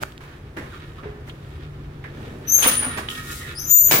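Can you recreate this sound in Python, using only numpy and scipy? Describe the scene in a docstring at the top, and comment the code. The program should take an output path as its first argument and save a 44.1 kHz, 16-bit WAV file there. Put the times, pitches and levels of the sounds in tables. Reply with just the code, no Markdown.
"""A driveway, about a metre from a folding steel-mesh trailer gate that is being lowered.
The gate knocks softly as it swings, its dry hinges stick and slip into squeals, and it clanks over.
Rusty steel scrapes, the hinges squeal again and the gate crashes down, frame and mesh ringing.
House fronts return a short echo over a low outdoor rumble."""
import sys
import numpy as np
from scipy import signal
from scipy.fft import rfft, irfft
from scipy.io import wavfile
from scipy.ndimage import uniform_filter1d, minimum_filter1d

SR = 44100
rng = np.random.default_rng(int(sys.argv[2]) if len(sys.argv) > 2 else 0)


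def to_wav(sig):
    """Store sig (one row per channel, or 1-D mono) as 16-bit WAV at the path in sys.argv[1].

    Samples outside -1..1 are clipped; the rate is SR.
    """
    pcm = np.clip(np.atleast_2d(sig), -1, 1) * 32767
    pcm = np.round(pcm).astype(np.int16)
    wavfile.write(sys.argv[1], SR, pcm.T)  # frames by channels


N = 176400
T = np.arange(N) / SR
FREQS = np.fft.rfftfreq(N, 1 / SR) + 1e-3
STEEL_T60_S, IMPACT_ECHO_DB = 0.64, -8


def hinges():
    """Dry hinges give two falling creaks and four squeals; the last two overlap and breed extra tones."""
    # glides of the squeals and creaks (time [s], pitch [Hz], level [dB])
    swing_glide = [(2.484, 6040, -25.5), (2.5, 6060, -20.5), (2.512, 6330, -31), (2.55, 6374, -14),
                   (2.582, 6496, -21), (2.61, 6560, -30), (2.66, 6400, -43)]
    thin_glide = [(2.6, 9730, -36), (2.675, 9630, -17.5), (2.712, 9480, -35), (2.74, 9710, -13.5),
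                  (2.89, 9506, -37.5), (3.02, 9310, -65)]
    low_glide = [(3.55, 4970, -50), (3.58, 5090, -32.5), (3.594, 6110, -37), (3.622, 6193, -25),
                 (3.68, 6140, -28.5), (3.76, 6156, -28.5), (3.9, 6110, -41.5)]
    high_glide = [(3.665, 6860, -38), (3.7, 6868, -27), (3.755, 6900, -11), (3.81, 6820, -27.5),
                  (3.895, 6790, -35)]
    early_creak = [(.727, 1585, -40.5), (.742, 1190, -44.5)]
    late_creak = [(3.341, 2105, -58), (3.421, 1964, -39.5), (3.48, 1788, -45)]
    # swell of the tone near the sum of the low and high pitches (time [s], level [dB])
    sum_swell = [(3.68, -45), (3.78, -18), (3.825, -10.5), (3.905, -28)]
    sum_hz, sideband_db = 13030, -23
    swing, _ = squeal(swing_glide, jitter=0.0079, octave_db=-4.5, rough=0.012)
    thin, _ = squeal(thin_glide, jitter=0.0041)
    creaks = sum(squeal(glide, jitter=0.045)[0] for glide in (early_creak, late_creak))
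    low, low_phase = squeal(low_glide, jitter=0.0095, octave_db=-3.5, rough=0.04)
    high, high_phase = squeal(high_glide, jitter=0.00073, octave_db=6)
    direct = pan(low + high + swing, db=4.5) + pan(thin, db=-1.5) + creaks
    sum_tone = envelope(sum_swell) * np.sin(2 * np.pi * sum_hz * T + 0.5 * wander(96))
    sidebands = np.sin(2 * high_phase - low_phase) + np.sin(3 * high_phase - low_phase)
    extra_tones = sum_tone + amp(sideband_db) * envelope(high_glide) * sidebands
    flutter = amp(3 * wander(40))
    return direct + pan(extra_tones * flutter, db=6.5) + amp(1) * echo(direct)


def squeal(glide, jitter, octave_db=None, rough=0):
    """Stick-slip locks on to a hinge mode; `rough` unsteadies the attack. Returns tone and phase."""
    settle_s, jitter_hz, flutter_db = 0.0386, 223.4, 3
    age = np.maximum(T - glide[0][0], 0)
    waver = jitter + rough * np.exp(-(age / settle_s) ** 2)
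    pitch = curve(glide) * (1 + waver * wander(jitter_hz))
    phase = 2 * np.pi * np.cumsum(pitch) / SR
    octave = 0 if octave_db is None else amp(octave_db) * np.sin(2 * phase)
    flutter = amp(flutter_db * (wander(60) + wander(11.4)))
    return (np.sin(phase) + octave) * envelope(glide) * flutter, phase


def clanks():
    """The loose gate rattles against its stops; frame and mesh ring."""
    # bursts of rattle (time [s], rise [s], fall [s], bass [dB], middle [dB], treble [dB])
    hits = [(0.031, 0.014, 0.0027, -33.5, -34.5, -37.5), (0.209, 0.0035, 0.12, -82, -44, -57),
            (0.572, 0.0057, 0.061, -33.5, -37.5, -50), (1.036, 0.0064, 0.074, -39.5, -42.5, -79),
            (1.292, 0.025, 0.012, -45, -50, -52), (2.043, 0.0022, 0.032, -64, -42, -63),
            (2.26, 0.15, 0.28, -41, -52.5, -59.5), (2.59, 0.0056, 0.022, -38.5, -32.5, -34),
            (2.643, 0.023, 0.026, -51, -24, -23), (2.666, 0.019, 0.012, -31, -20, -48.5),
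            (2.684, 0.0055, 0.057, -34, -32, -24), (2.845, 0.04, 0.055, -43, -30.5, -41.5),
            (2.981, 0.01, 0.027, -33, -27.5, -37.5), (3.9117, 0.0012, 0.014, -22, -12, -10),
            (3.946, 0.035, 0.092, -27.5, -25.5, -23.5)]
    floor_hz, bass_hz, treble_hz, rolloff_hz = 127, 500, 2490, 7000
    below = lambda hz: 1 / (1 + (FREQS / hz) ** 4)
    bands = [below(bass_hz) * (1 - below(floor_hz)),
             below(treble_hz) * (1 - below(bass_hz)),
             (1 - below(treble_hz)) / np.hypot(1, FREQS / rolloff_hz)]
    band_power = np.zeros((3, N))
    for at, rise, fall, *levels in hits:
        burst = np.exp(-np.where(T < at, ((at - T) / rise) ** 2, (T - at) / fall))
        band_power += np.outer(amp(levels), burst) ** 2
    rattle = contacts(per_s=2500)
    knocks = sum(np.sqrt(power) * unit(shape(rattle, band)) for power, band in zip(band_power, bands))
    direct = knocks + amp(-13) * frame(knocks) + amp(-15) * mesh(knocks, count=140)
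    return direct + amp(IMPACT_ECHO_DB) * echo(direct)


def thuds():
    """The weight of the gate lands on a stop and a long bar of the frame rings low."""
    # low bar notes (time [s], level [dB], pitch [Hz], decay [s])
    notes = [(.587, -32, 275, .015), (1.057, -28, 417.3, 0.047), (2.661, -15.5, 240, 0.0074),
             (2.669, -21.5, 513.5, 0.019), (2.866, -25, 258.5, .018)]
    direct = sum(amp(db) * decay(at, fall) * np.sin(2 * np.pi * hz * (T - at))
                 for at, db, hz, fall in notes)
    return direct + amp(IMPACT_ECHO_DB) * echo(direct)


def clinks():
    """Small steel parts tick and the hinge pin rings very high, each a tight cluster of modes."""
    # ticks of chain, latch and frame (time [s], level [dB], pitch [Hz], decay [s])
    taps = [(0.035, -10.5, 1285, 0.00084), (.122, -32.5, 2950, 0.00036), (0.1788, -26, 3000, 0.00031),
            (0.571, -33, 1820, 0.035), (0.983, -41, 1230, 0.032), (1.277, -39.5, 1930, 0.011),
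            (1.296, -33.5, 3170, 0.0068), (2.041, -35.5, 1840, 0.035), (2.624, -22, 3120, 0.083),
            (3.0866, -16, 3150, 0.0024), (3.1, -29.5, 3150, 0.024), (3.15, -34.5, 3140, .012)]
    # hard steel-on-steel strikes on the pin (time [s], level [dB], decay [s])
    strikes = [(2.672, -8, .012), (3.912, -13, 0.092)]
    pin_hz, pin_width_hz = 15100, 200
    noise = stereo_noise()
    cluster = lambda hz, width: unit(shape(noise, 1 / (1 + ((FREQS - hz) / width) ** 2)))
    ticks = sum(amp(db) * decay(at, fall) * cluster(hz, width=0.15 * hz) for at, db, hz, fall in taps)
    pin = cluster(pin_hz, pin_width_hz) * sum(amp(db) * decay(at, fall) for at, db, fall in strikes)
    direct = ticks + pin
    return direct + amp(-19) * echo(direct)


def scrape():
    """Rusty steel grinds under a fine hiss; the harder it rubs, the more the frame rings."""
    # rubbing of the hinges (time [s], grind level [dB], hiss level [dB])
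    rub = [(.5, -59.5, -75), (.72, -45.5, -59.5), (1.2, -60, -76), (1.52, -51, -63.5), (1.9, -60, -85),
           (2.58, -45, -64), (2.72, -35, -59), (3.075, -44, -61), (3.1, -36.5, -39), (3.24, -38, -43.5),
           (3.33, -34.5, -34.5), (3.45, -41.5, -44), (3.8, -49, -71)]
    # tone colours of grind and hiss (frequency [Hz], level [dB])
    grind_colour = [(300, -7), (800, -19), (1300, 0.5), (3400, -2), (4500, -10.5), (16000, -48)]
    hiss_colour = [(1500, -27), (3500, -13), (8800, -10), (16000, -14)]
    effort_db = curve(rub)
    ringing = amp(np.minimum(0.5 * (effort_db + 44), 6))
    grit = coloured(contacts(per_s=900), grind_colour)
    grind = (grit + ringing * frame(grit)) / np.hypot(1, ringing)  # equal-power blend
    fine_grit = contacts(per_s=4000, spread_db=5)
    hiss = coloured(fine_grit + mesh(fine_grit, count=220), hiss_colour)
    return grind * amp(effort_db + 2.96 * wander(14)) + hiss * amp(curve(rub, column=2))


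def contacts(per_s, spread_db=0):
    """Dense tiny impacts, each a puff of stereo noise; `spread_db` makes their sizes uneven."""
    smear_s = 0.00078
    impacts = rng.random(N) < per_s / SR
    sizes = impacts * amp(spread_db * np.minimum(rng.exponential(size=N), 4))
    power = signal.lfilter([1], [1, -np.exp(-1 / (smear_s * SR))], sizes ** 2)
    return unit(pair(rng.standard_normal((2, N)) * np.sqrt(power)))


def frame(drive):
    """The steel frame rings in close clusters, as like bars have slightly different pitches."""
    # frame modes (frequency [Hz], level [dB])
    modes = [(250, 3.5), (385, -0.5), (490, 1.5), (1141, -6), (1272, 3.5), (1421, -1.5), (1770, 2.5),
             (1870, 1), (2300, -3), (2560, -3), (3865, 5)]
    t = T[T < STEEL_T60_S]
    bars = np.zeros(len(t))
    for hz, db in modes:
        pitches = hz * (1 + 0.00498 * rng.standard_normal(3))
        bars += amp(db) * np.sin(2 * np.pi * np.outer(pitches, t)).sum(axis=0)
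    return unit(convolve(drive, bars * amp(-60 * t / STEEL_T60_S))) * drive.std()


def mesh(drive, count):
    """The many strands of the mesh ring at scattered pitches, all about as strongly."""
    pitches = np.geomspace(1000, 15000, count) * (1 + 0.025 * rng.standard_normal(count))
    t = T[T < STEEL_T60_S]
    polarity = np.sign(rng.standard_normal((2, count)))
    strands = polarity @ np.sin(2 * np.pi * np.outer(pitches, t))
    return unit(convolve(drive, strands * amp(-60 * t / STEEL_T60_S))) * drive.std()


def echo(x):
    """Scattered reflections from trailer, concrete and house fronts."""
    t60_s, predelay_s = 0.44, 0.00542
    tail = stereo_noise() * amp(-60 * T / t60_s) * (T > predelay_s)
    return convolve(x, unit(tail) / np.sqrt(N))


def outdoors():
    """A bed of low neighbourhood rumble, with a wavering hum that swells and eases."""
    # tone colour of the rumble (frequency [Hz], level [dB])
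    rumble_colour = [(20, -14.5), (45, -3), (90, 1), (200, -13), (380, -11), (600, -22), (1500, -26.5),
                     (8000, -49), (16000, -52)]
    # swells of rumble and hum (time [s], level [dB])
    rumble_swell = [(0, -42.5), (1, -38.5)]
    hum_swell = [(1.0, -44.5), (1.9, -36.5), (2.2, -40), (2.7, -43)]
    rumble = coloured(stereo_noise(), rumble_colour)
    hum_hz = 142.5 * (1 + 0.0292 * wander(16.8))
    hum = np.sin(2 * np.pi * np.cumsum(hum_hz) / SR)
    return rumble * amp(curve(rumble_swell)) + hum * amp(curve(hum_swell) + 0.24 * wander(5.4))


def amp(db):
    """Decibels to gain."""
    return 10 ** (np.asarray(db) / 20)


def unit(x):
    """Scale to rms 1."""
    return x / np.sqrt(np.mean(x ** 2))


def curve(rows, column=1):
    """One column of a table, joined by straight lines in time."""
    rows = np.array(rows)
    return np.interp(T, rows[:, 0], rows[:, column])


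def envelope(rows, release_s=0.0047):
    """Gain from a table's last column, dying quickly outside its time span."""
    outside = np.maximum(np.maximum(rows[0][0] - T, T - rows[-1][0]), 0)
    return amp(curve(rows, column=-1)) * np.exp(-outside / release_s)


def decay(at, fall):
    """Sudden start and exponential decay."""
    return (T >= at) * np.exp(-np.abs(T - at) / fall)


def wander(rate_hz):
    """Smooth random drift with rms 1."""
    return unit(shape(rng.standard_normal(N), np.exp(-(FREQS / rate_hz) ** 2)))


def by_pitch(points):
    """Points joined on a log-frequency axis."""
    hz, value = np.array(points).T
    return np.interp(np.log(FREQS), np.log(hz), value)


def shape(x, gain):
    """Filter with a gain for each frequency."""
    return irfft(rfft(x) * gain, N)


def coloured(x, colour):
    """Equalise to a tone colour, at rms 1."""
    return unit(shape(x, amp(by_pitch(colour))))


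def convolve(x, response):
    """Pass a sound through an impulse response."""
    return signal.fftconvolve(np.atleast_2d(x), np.atleast_2d(response), axes=1)[:, :N]


def pair(x):
    """Make two unrelated signals alike in the bass, as close microphones hear them."""
    # likeness of left and right (frequency [Hz], correlation [0-1])
    likeness = [(300, 1), (650, 0.4), (1400, 0.0546)]
    alike = np.clip(by_pitch(likeness), 0, 1)
    mid = shape(x[0], np.sqrt((1 + alike) / 2))
    side = shape(x[1], np.sqrt((1 - alike) / 2))
    return np.array([mid + side, mid - side])


def stereo_noise():
    """White noise, narrow in the bass and wide in the treble."""
    return pair(rng.standard_normal((2, N)))


def pan(x, db):
    """Place a sound by left minus right level."""
    return x * amp(np.array([[db], [-db]]) / 2)


def off_centre(x, lag_s=0.000226):
    """Sound from one side reaches the left microphone later."""
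    late = np.concatenate([np.zeros(int(lag_s * SR)), x[0]])
    return np.array([late[:N], x[1]])


def scene():
    """The hinges ahead; gate and surroundings off to one side."""
    return hinges() + off_centre(clanks() + thuds() + clinks() + scrape() + outdoors())


def record(dry):
    """The two microphones differ in colour; a limiter holds the peaks; the top is cut."""
    # stereo balance (frequency [Hz], left minus right [dB])
    balance = [(450, 0.5), (1700, -5.5), (5800, 3)]
    ceiling, limiter_s, fade_in_s, top_hz = 0.9, 0.004, 0.005, 15900
    tilt_db = by_pitch(balance) / 2
    x = shape(dry, amp([tilt_db, -tilt_db])) * np.minimum(T / fade_in_s, 1)
    span = int(limiter_s * SR)
    safe_gain = ceiling / np.maximum(np.abs(x).max(axis=0), ceiling)
    gain = uniform_filter1d(minimum_filter1d(safe_gain, 2 * span), span)
    top_cut = signal.ellip(12, 0.2, 80, top_hz, fs=SR, output="sos")
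    return signal.sosfilt(top_cut, x * gain)


dry = scene()
out = record(dry)
to_wav(out)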